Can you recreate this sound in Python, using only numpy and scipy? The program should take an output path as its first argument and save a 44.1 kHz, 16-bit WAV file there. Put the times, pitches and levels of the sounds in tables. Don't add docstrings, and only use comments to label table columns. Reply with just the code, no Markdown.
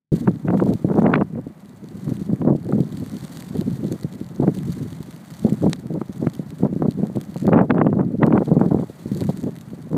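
import sys
import numpy as np
from scipy import signal
from scipy.fft import rfft, irfft, next_fast_len
from scipy.io import wavfile
from scipy.ndimage import uniform_filter1d, minimum_filter1d

SR = 44100
rng = np.random.default_rng(int(sys.argv[2]) if len(sys.argv) > 2 else 0)


def wav_record(signal):
    frames = np.transpose(np.atleast_2d(signal))
    bounded = np.clip(frames, -1, 1)
    quanta = np.round(bounded * 32767).astype(np.int16)
    wavfile.write(sys.argv[1], SR, quanta)


N = 439677
T = np.arange(N) / SR

# time_s, relative_level_db
BREEZE = [(0.13, -25), (0.8, -38.5), (1.3, -36), (1.68, -43.5), (2.15, -30.5), (2.6, -34.5), (3.1, -29.5),
          (3.4, -38.5), (3.7, -35), (4.15, -36), (4.7, -25.5), (5.3, -42.5), (5.6, -32), (6.1, -39.5),
          (6.9, -32), (7.35, -33), (8.15, -24.5), (8.7, -29), (8.97, -46.5), (9.15, -27.5), (9.66, -39.5),
          (9.95, -34.5)]
# start_s, hold_s, relative_level_db, edge_hz
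GUSTS = [(0.107, 0.033, -11, 330), (0.276, 0.024, -11, 443), (0.468, 0.12, -17.5, 494),
         (0.625, 0.12, -16.5, 376), (0.892, 0.2, -15.5, 570), (1.025, 0.2, -16, 700),
         (1.361, 0.031, -21, 420), (2.072, 0.036, -20, 300), (2.287, 0.046, -22, 426),
         (2.418, 0.11, -16, 475), (2.667, 0.15, -20.5, 314), (3.526, 0.21, -25.5, 263),
         (3.832, 0.096, -28, 310), (4.404, 0.097, -16, 415), (5.436, 0.11, -24, 414),
         (5.641, 0.049, -12.5, 406), (5.905, 0.093, -26.5, 353), (6.207, 0.036, -24, 470),
         (6.628, 0.038, -16, 546), (6.819, 0.044, -19, 440), (6.956, 0.15, -27, 410),
         (7.167, 0.01, -19.5, 347), (7.462, 0.098, -14.5, 660), (7.529, 0.1, -11.5, 860),
         (7.702, 0.19, -15, 602), (7.982, 0.054, -16.5, 655), (8.222, 0.2, -13.5, 510),
         (8.473, 0.19, -22, 464), (8.705, 0.13, -20.5, 483), (9.197, 0.11, -22.5, 318),
         (9.428, 0.064, -23, 367), (9.933, 0.06, -18.5, 690)]
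BREEZE_EDGE_HZ = 225
def airflow(ramp_s=0.015):
    power, edge_hz = amp(curve(BREEZE)) ** 2, np.full(N, float(BREEZE_EDGE_HZ))
    for start_s, hold_s, db, top_hz in GUSTS:
        outside_s = np.maximum(start_s - T, T - start_s - hold_s)
        swell = np.exp(-np.clip(outside_s / ramp_s, 0, 20))
        power += (amp(db) * swell) ** 2
        edge_hz = np.maximum(edge_hz, BREEZE_EDGE_HZ + (top_hz - BREEZE_EDGE_HZ) * swell)
    return 10 * np.log10(power), edge_hz


# time_s, relative_peak_db, edge_hz
LARGE_EDDIES = [(0.129, -3.5, 357), (0.292, -6.5, 356), (0.706, -5, 408), (0.847, -1.5, 440),
                (0.886, -20, 790), (0.988, -3, 850), (1.063, -8, 1010), (1.177, -9, 920), (1.212, -12, 860),
                (1.468, -15.5, 454), (2.119, -10, 250), (2.216, -12.5, 240), (2.332, -5, 367),
                (2.475, -3.5, 643), (2.504, -5.5, 605), (2.551, -7, 450), (2.733, -4, 397),
                (2.804, -4, 342), (3.591, -8.5, 238), (3.68, -7.5, 326), (3.849, -9.5, 325),
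                (3.916, -9, 420), (4.046, -10, 340), (4.214, -12.5, 260), (4.4, -4, 360), (4.48, -1.5, 570),
                (5.449, 4, 404), (5.523, -4, 330), (5.634, -6, 540), (5.858, -15.5, 332), (5.906, -16, 427),
                (6.015, -10, 507), (6.095, -15, 325), (6.227, -8.5, 557), (6.27, -3.5, 380),
                (6.395, -11, 413), (6.634, -0.5, 493), (6.728, -9.5, 414), (6.763, -8, 345),
                (6.822, -4, 960), (6.884, -5, 400), (7.033, -7, 436), (7.171, -7.5, 590),
                (7.36, -15.5, 900), (7.479, -4, 1000), (7.56, 11, 890), (7.614, -3.5, 1000),
                (7.79, -4, 434), (7.867, -2, 990), (7.929, -6.5, 950), (8.23, 4.5, 1000), (8.336, 3, 350),
                (8.516, 11, 600), (8.567, 3, 550), (8.614, -0.5, 990), (8.662, -4, 420), (8.719, -4.5, 480),
                (8.746, 0, 567), (8.899, -18.5, 530), (9.059, -12, 304), (9.117, -8, 307), (9.292, -7, 680),
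                (9.734, -18.5, 490), (9.945, -7.5, 486)]
# time_s, peak_db, band_scale_hz
SMALL_EDDIES = [(0.277, -9.5, 900), (0.484, -15, 1080), (0.505, -19, 980), (0.574, -25, 1250),
                (0.601, -15, 1020), (1.066, -4, 1040), (1.14, -2, 1200), (1.157, -10, 1340),
                (1.213, -11.5, 1070), (2.477, -22, 780), (2.726, -20.5, 800), (4.48, -20, 840),
                (6.016, -21.5, 990), (6.271, -16.5, 1100), (7.533, -4, 1130), (7.591, -5.5, 850),
                (7.708, -2.5, 1350), (7.783, -12.5, 1000), (7.816, -5.5, 900), (7.868, -15, 1050),
                (8.233, 2.5, 1200), (8.326, -11.5, 1050), (8.379, -9.5, 950), (8.616, -13.5, 800)]
def wind():
    wind_db, edge_hz = airflow()
    octaves = np.log2(edge_hz / BREEZE_EDGE_HZ)
    body = rumble(wind_db - octaves, edge_hz)
    puffs = random_eddies(curve(BREEZE) + 14.5, BREEZE_EDGE_HZ, spread_db=7, octaves=0.29, count=120)
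    slaps = random_eddies(wind_db + 5 * octaves + 2.5, edge_hz, spread_db=7, octaves=0.81, count=400)
    crackle_db = wind_db + 10 * np.log2(edge_hz / 700) + 0.5
    crackle = random_eddies(crackle_db, 780, spread_db=17, octaves=0.6, count=220)
    turbulence = body + buffets(puffs, wake=0.7) + buffets(slaps, wake=0.15) + cracks(crackle)
    return turbulence + buffets(LARGE_EDDIES, wake=0.55) + cracks(SMALL_EDDIES)


def rumble(wind_db, edge_hz, lump_db=3, surge_db=3):
    lumps = 1.864 * np.tanh(wander(42) / 1.18)
    size = next_fast_len(N)
    f = np.fft.rfftfreq(size, 1 / SR)
    air = rfft(rng.standard_normal(size)) * port_response(f)
    hardness = np.clip((edge_hz - 400) / 400, 0, 1)
    rasp = 0.17 * hardness * np.tanh(wander(220))
    log_edge = np.log(edge_hz) + 0.35 * lumps + rasp
    edges_hz = np.geomspace(150, 4800, 11)
    place = np.interp(log_edge, np.log(edges_hz), np.arange(len(edges_hz)))
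    pressure = np.zeros(N)
    for k, hz in enumerate(edges_hz):
        shade = unit(irfft(air * eddy_spectrum(f, hz, steepness=1.81), size)[:N])
        pressure += np.maximum(1 - abs(place - k), 0) * shade
    pressure *= amp(lump_db * lumps)
    power = uniform_filter1d(uniform_filter1d(pressure ** 2, size=1700), size=1700)
    surges_db = surge_db * (1 - hardness) * wander(18)
    return pressure / np.sqrt(abs(power) + 1e-9) * amp(wind_db - 1 + surges_db)


def buffets(rows, wake, wake_s=0.0039, gain_db=-2):
    out, size = np.zeros(N), 4096
    t, f = np.arange(size) / SR, np.fft.rfftfreq(size, 1 / SR)
    for (time_s, db, edge_hz), noise in zip(rows, rng.standard_normal((len(rows), size))):
        trail = noise * t * np.exp(-t / wake_s)
        push = wake * trail / np.linalg.norm(trail) - (t == 0)
        spectrum = rfft(push) * eddy_spectrum(f, edge_hz, steepness=1.67) * port_response(f)
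        pulse = np.fft.fftshift(irfft(spectrum))
        add(out, time_s - size / 2 / SR, amp(db + gain_db) * pulse / abs(pulse).max())
    return out


def cracks(rows, tear_s=0.0021):
    out, size = np.zeros(N), 4096
    t, f = (np.arange(size) - size / 2) / SR, np.fft.rfftfreq(size, 1 / SR)
    for (time_s, db, scale_hz), noise in zip(rows, rng.standard_normal((len(rows), size))):
        band = (f / scale_hz) ** 1.04 * np.exp(-2.146 * f / scale_hz) * port_response(f)
        snap = (t == 0) + 0.15 * noise * np.exp(-abs(t) / tear_s)
        burst = irfft(rfft(snap) * band)
        add(out, time_s + t[0], amp(db) * burst / abs(burst).max())
    return out


def random_eddies(level_db, hz, spread_db, octaves, count):
    jitter, weakness, speed = rng.random((count, 3)).T
    at = ((np.arange(count) + jitter) / count * (N - 1)).astype(int)
    eddy_hz = np.broadcast_to(hz, N)[at] * 2 ** (octaves * speed)
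    return np.column_stack([T[at], level_db[at] - spread_db * weakness, eddy_hz])


def eddy_spectrum(f, edge_hz, steepness, corner_hz=225):
    exponent = steepness * (corner_hz / edge_hz) ** 0.082
    return np.exp(-(f / edge_hz) ** exponent) / (1 + 1j * f / corner_hz)


def port_response(f, cutoff_hz=164.2, damping=0.59):
    s = 1j * f / cutoff_hz
    return s ** 2 / (1 + damping * s + s ** 2) * s / (1 + s)


# time_s, relative_level_db
SLEET_LEVEL = [(0.13, -49), (0.38, -66), (0.7, -55.5), (0.8, -58), (1.13, -62.5), (1.22, -68.5),
               (1.8, -66.5), (2.1, -54.5), (2.5, -66.5), (2.9, -56), (3.45, -51), (4.3, -60), (4.68, -52.5),
               (5.2, -57), (5.73, -50.5), (5.76, -63), (6.42, -57.5), (6.7, -64), (7.4, -57), (7.72, -71.5),
               (8.15, -69.5), (8.5, -58), (8.8, -60), (9.2, -52), (9.55, -61), (9.95, -63.5)]
# frequency_hz, gain_db
GROUND_SPECTRUM = [(900, 0), (2000, 6), (2600, -1.5), (3400, 4.5), (4650, 6), (4950, -2.5), (6300, 1.5),
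                   (8500, 1.5), (11000, -3.5), (13000, -1.5), (15500, -9.5)]
def sleet(pellets_per_s=800, spread_db=8.5, flicker_db=3.5):
    strengths = amp(spread_db * np.minimum(rng.exponential(1, N), 4.5))
    landings = rng.random(N) < pellets_per_s / SR
    contact = signal.oaconvolve(strengths * landings, signal.windows.hann(64), "same")
    clicks = unit(colour(contact * rng.standard_normal(N), GROUND_SPECTRUM))
    hiss = unit(colour(rng.standard_normal(N), GROUND_SPECTRUM)) * amp(flicker_db * wander(65))
    return amp(curve(SLEET_LEVEL)) * (amp(-0.5) * clicks + amp(-2) * hiss)


# time_s, peak_db
GROUND_HITS = [(0.6613, -37), (0.737, -27), (2.8057, -32), (3.2519, -38), (3.403, -30), (3.611, -26),
               (3.9242, -26), (4.7282, -39), (5.3393, -33.5), (5.4815, -47), (6.3517, -32), (6.91, -30.5),
               (7.1608, -31.5), (7.2132, -27), (7.3666, -35.5), (7.4684, -25), (8.265, -31.5),
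               (9.373, -30.5), (9.6117, -32.5)]
# time_s, peak_db
HOUSING_HITS = [(5.732, -8)]
# frequency_hz, gain_db
HOUSING_SPECTRUM = [(300, -2.5), (1200, -4), (2200, -8), (4200, -2.5), (5500, -12), (9000, -12),
                    (15000, -42)]
def near_pellets():
    ground = impacts(GROUND_HITS, GROUND_SPECTRUM, decay_s=0.00095, scatter=1.0)
    return ground + impacts(HOUSING_HITS, HOUSING_SPECTRUM, decay_s=0.00082, scatter=0.27)


def impacts(rows, spectrum, decay_s, scatter):
    out, t = np.zeros(N), np.arange(-512, 1536) / SR
    envelope = np.exp(np.minimum(2 * t, -t) / decay_s)
    for (time_s, db), noise in zip(rows, rng.standard_normal((len(rows), len(t)))):
        tick = colour(scatter * noise * envelope - (t == 0), spectrum)
        add(out, time_s + t[0], amp(db) * tick / abs(tick).max())
    return out


# frequency_hz, gain_db
BRUSH_SPECTRUM = [(40, -23.5), (150, -5), (400, -11), (560, -3), (800, -7), (1200, -10.5), (2000, -17.5),
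                  (2600, -24), (5000, -32)]
def far_wash(whine_hz=1964):
    wash = amp(-51) * unit(colour(rng.standard_normal(N), BRUSH_SPECTRUM))
    phase = 2 * np.pi * np.cumsum(whine_hz + 8 * wander(22)) / SR
    whine = amp(-73.5) * np.sqrt(2) * np.sin(phase) * amp(3.2 * wander(2.4))
    return (wash + whine) * amp(0.32 * (curve(SLEET_LEVEL) + 56))


def amp(db):
    return 10 ** (np.asarray(db) / 20)


def unit(x):
    return x / np.sqrt(np.mean(x ** 2) + 1e-20)


def curve(rows):
    return np.interp(T, *np.transpose(rows))


def colour(x, spectrum):
    hz, db = np.transpose(spectrum)
    size = next_fast_len(len(x))
    f = np.fft.rfftfreq(size, 1 / SR)
    gain = amp(np.interp(np.log(f + 1), np.log(hz), db))
    return irfft(rfft(x, size) * gain, size)[:len(x)]


def wander(hz):
    size = next_fast_len(N)
    f = np.fft.rfftfreq(size, 1 / SR)
    spectrum = rfft(rng.standard_normal(size)) * np.exp(-(f / hz) ** 2)
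    return unit(irfft(spectrum, size)[:N])


def add(mix, start_s, sound):
    part = mix[max(round(start_s * SR), 0):][:len(sound)]
    part += sound[:len(part)]


def scene():
    background = near_pellets() + sleet() + far_wash()
    return (wind() + background)[None]


def record(dry, open_s=0.119, ceiling_db=-3.1, cutoff_hz=15550):
    x = dry[0] * np.clip((T - open_s) / 0.002, 0.0005, 1)
    allowed_gain = np.minimum(1, amp(ceiling_db) / (abs(x) + 1e-9))
    gain = uniform_filter1d(minimum_filter1d(allowed_gain, size=361), size=361)
    lowpass = signal.firwin(511, cutoff_hz, window=("kaiser", 9), fs=SR)
    return signal.oaconvolve(x * gain, lowpass, "same")[None]


dry = scene()
out = record(dry)
wav_record(out)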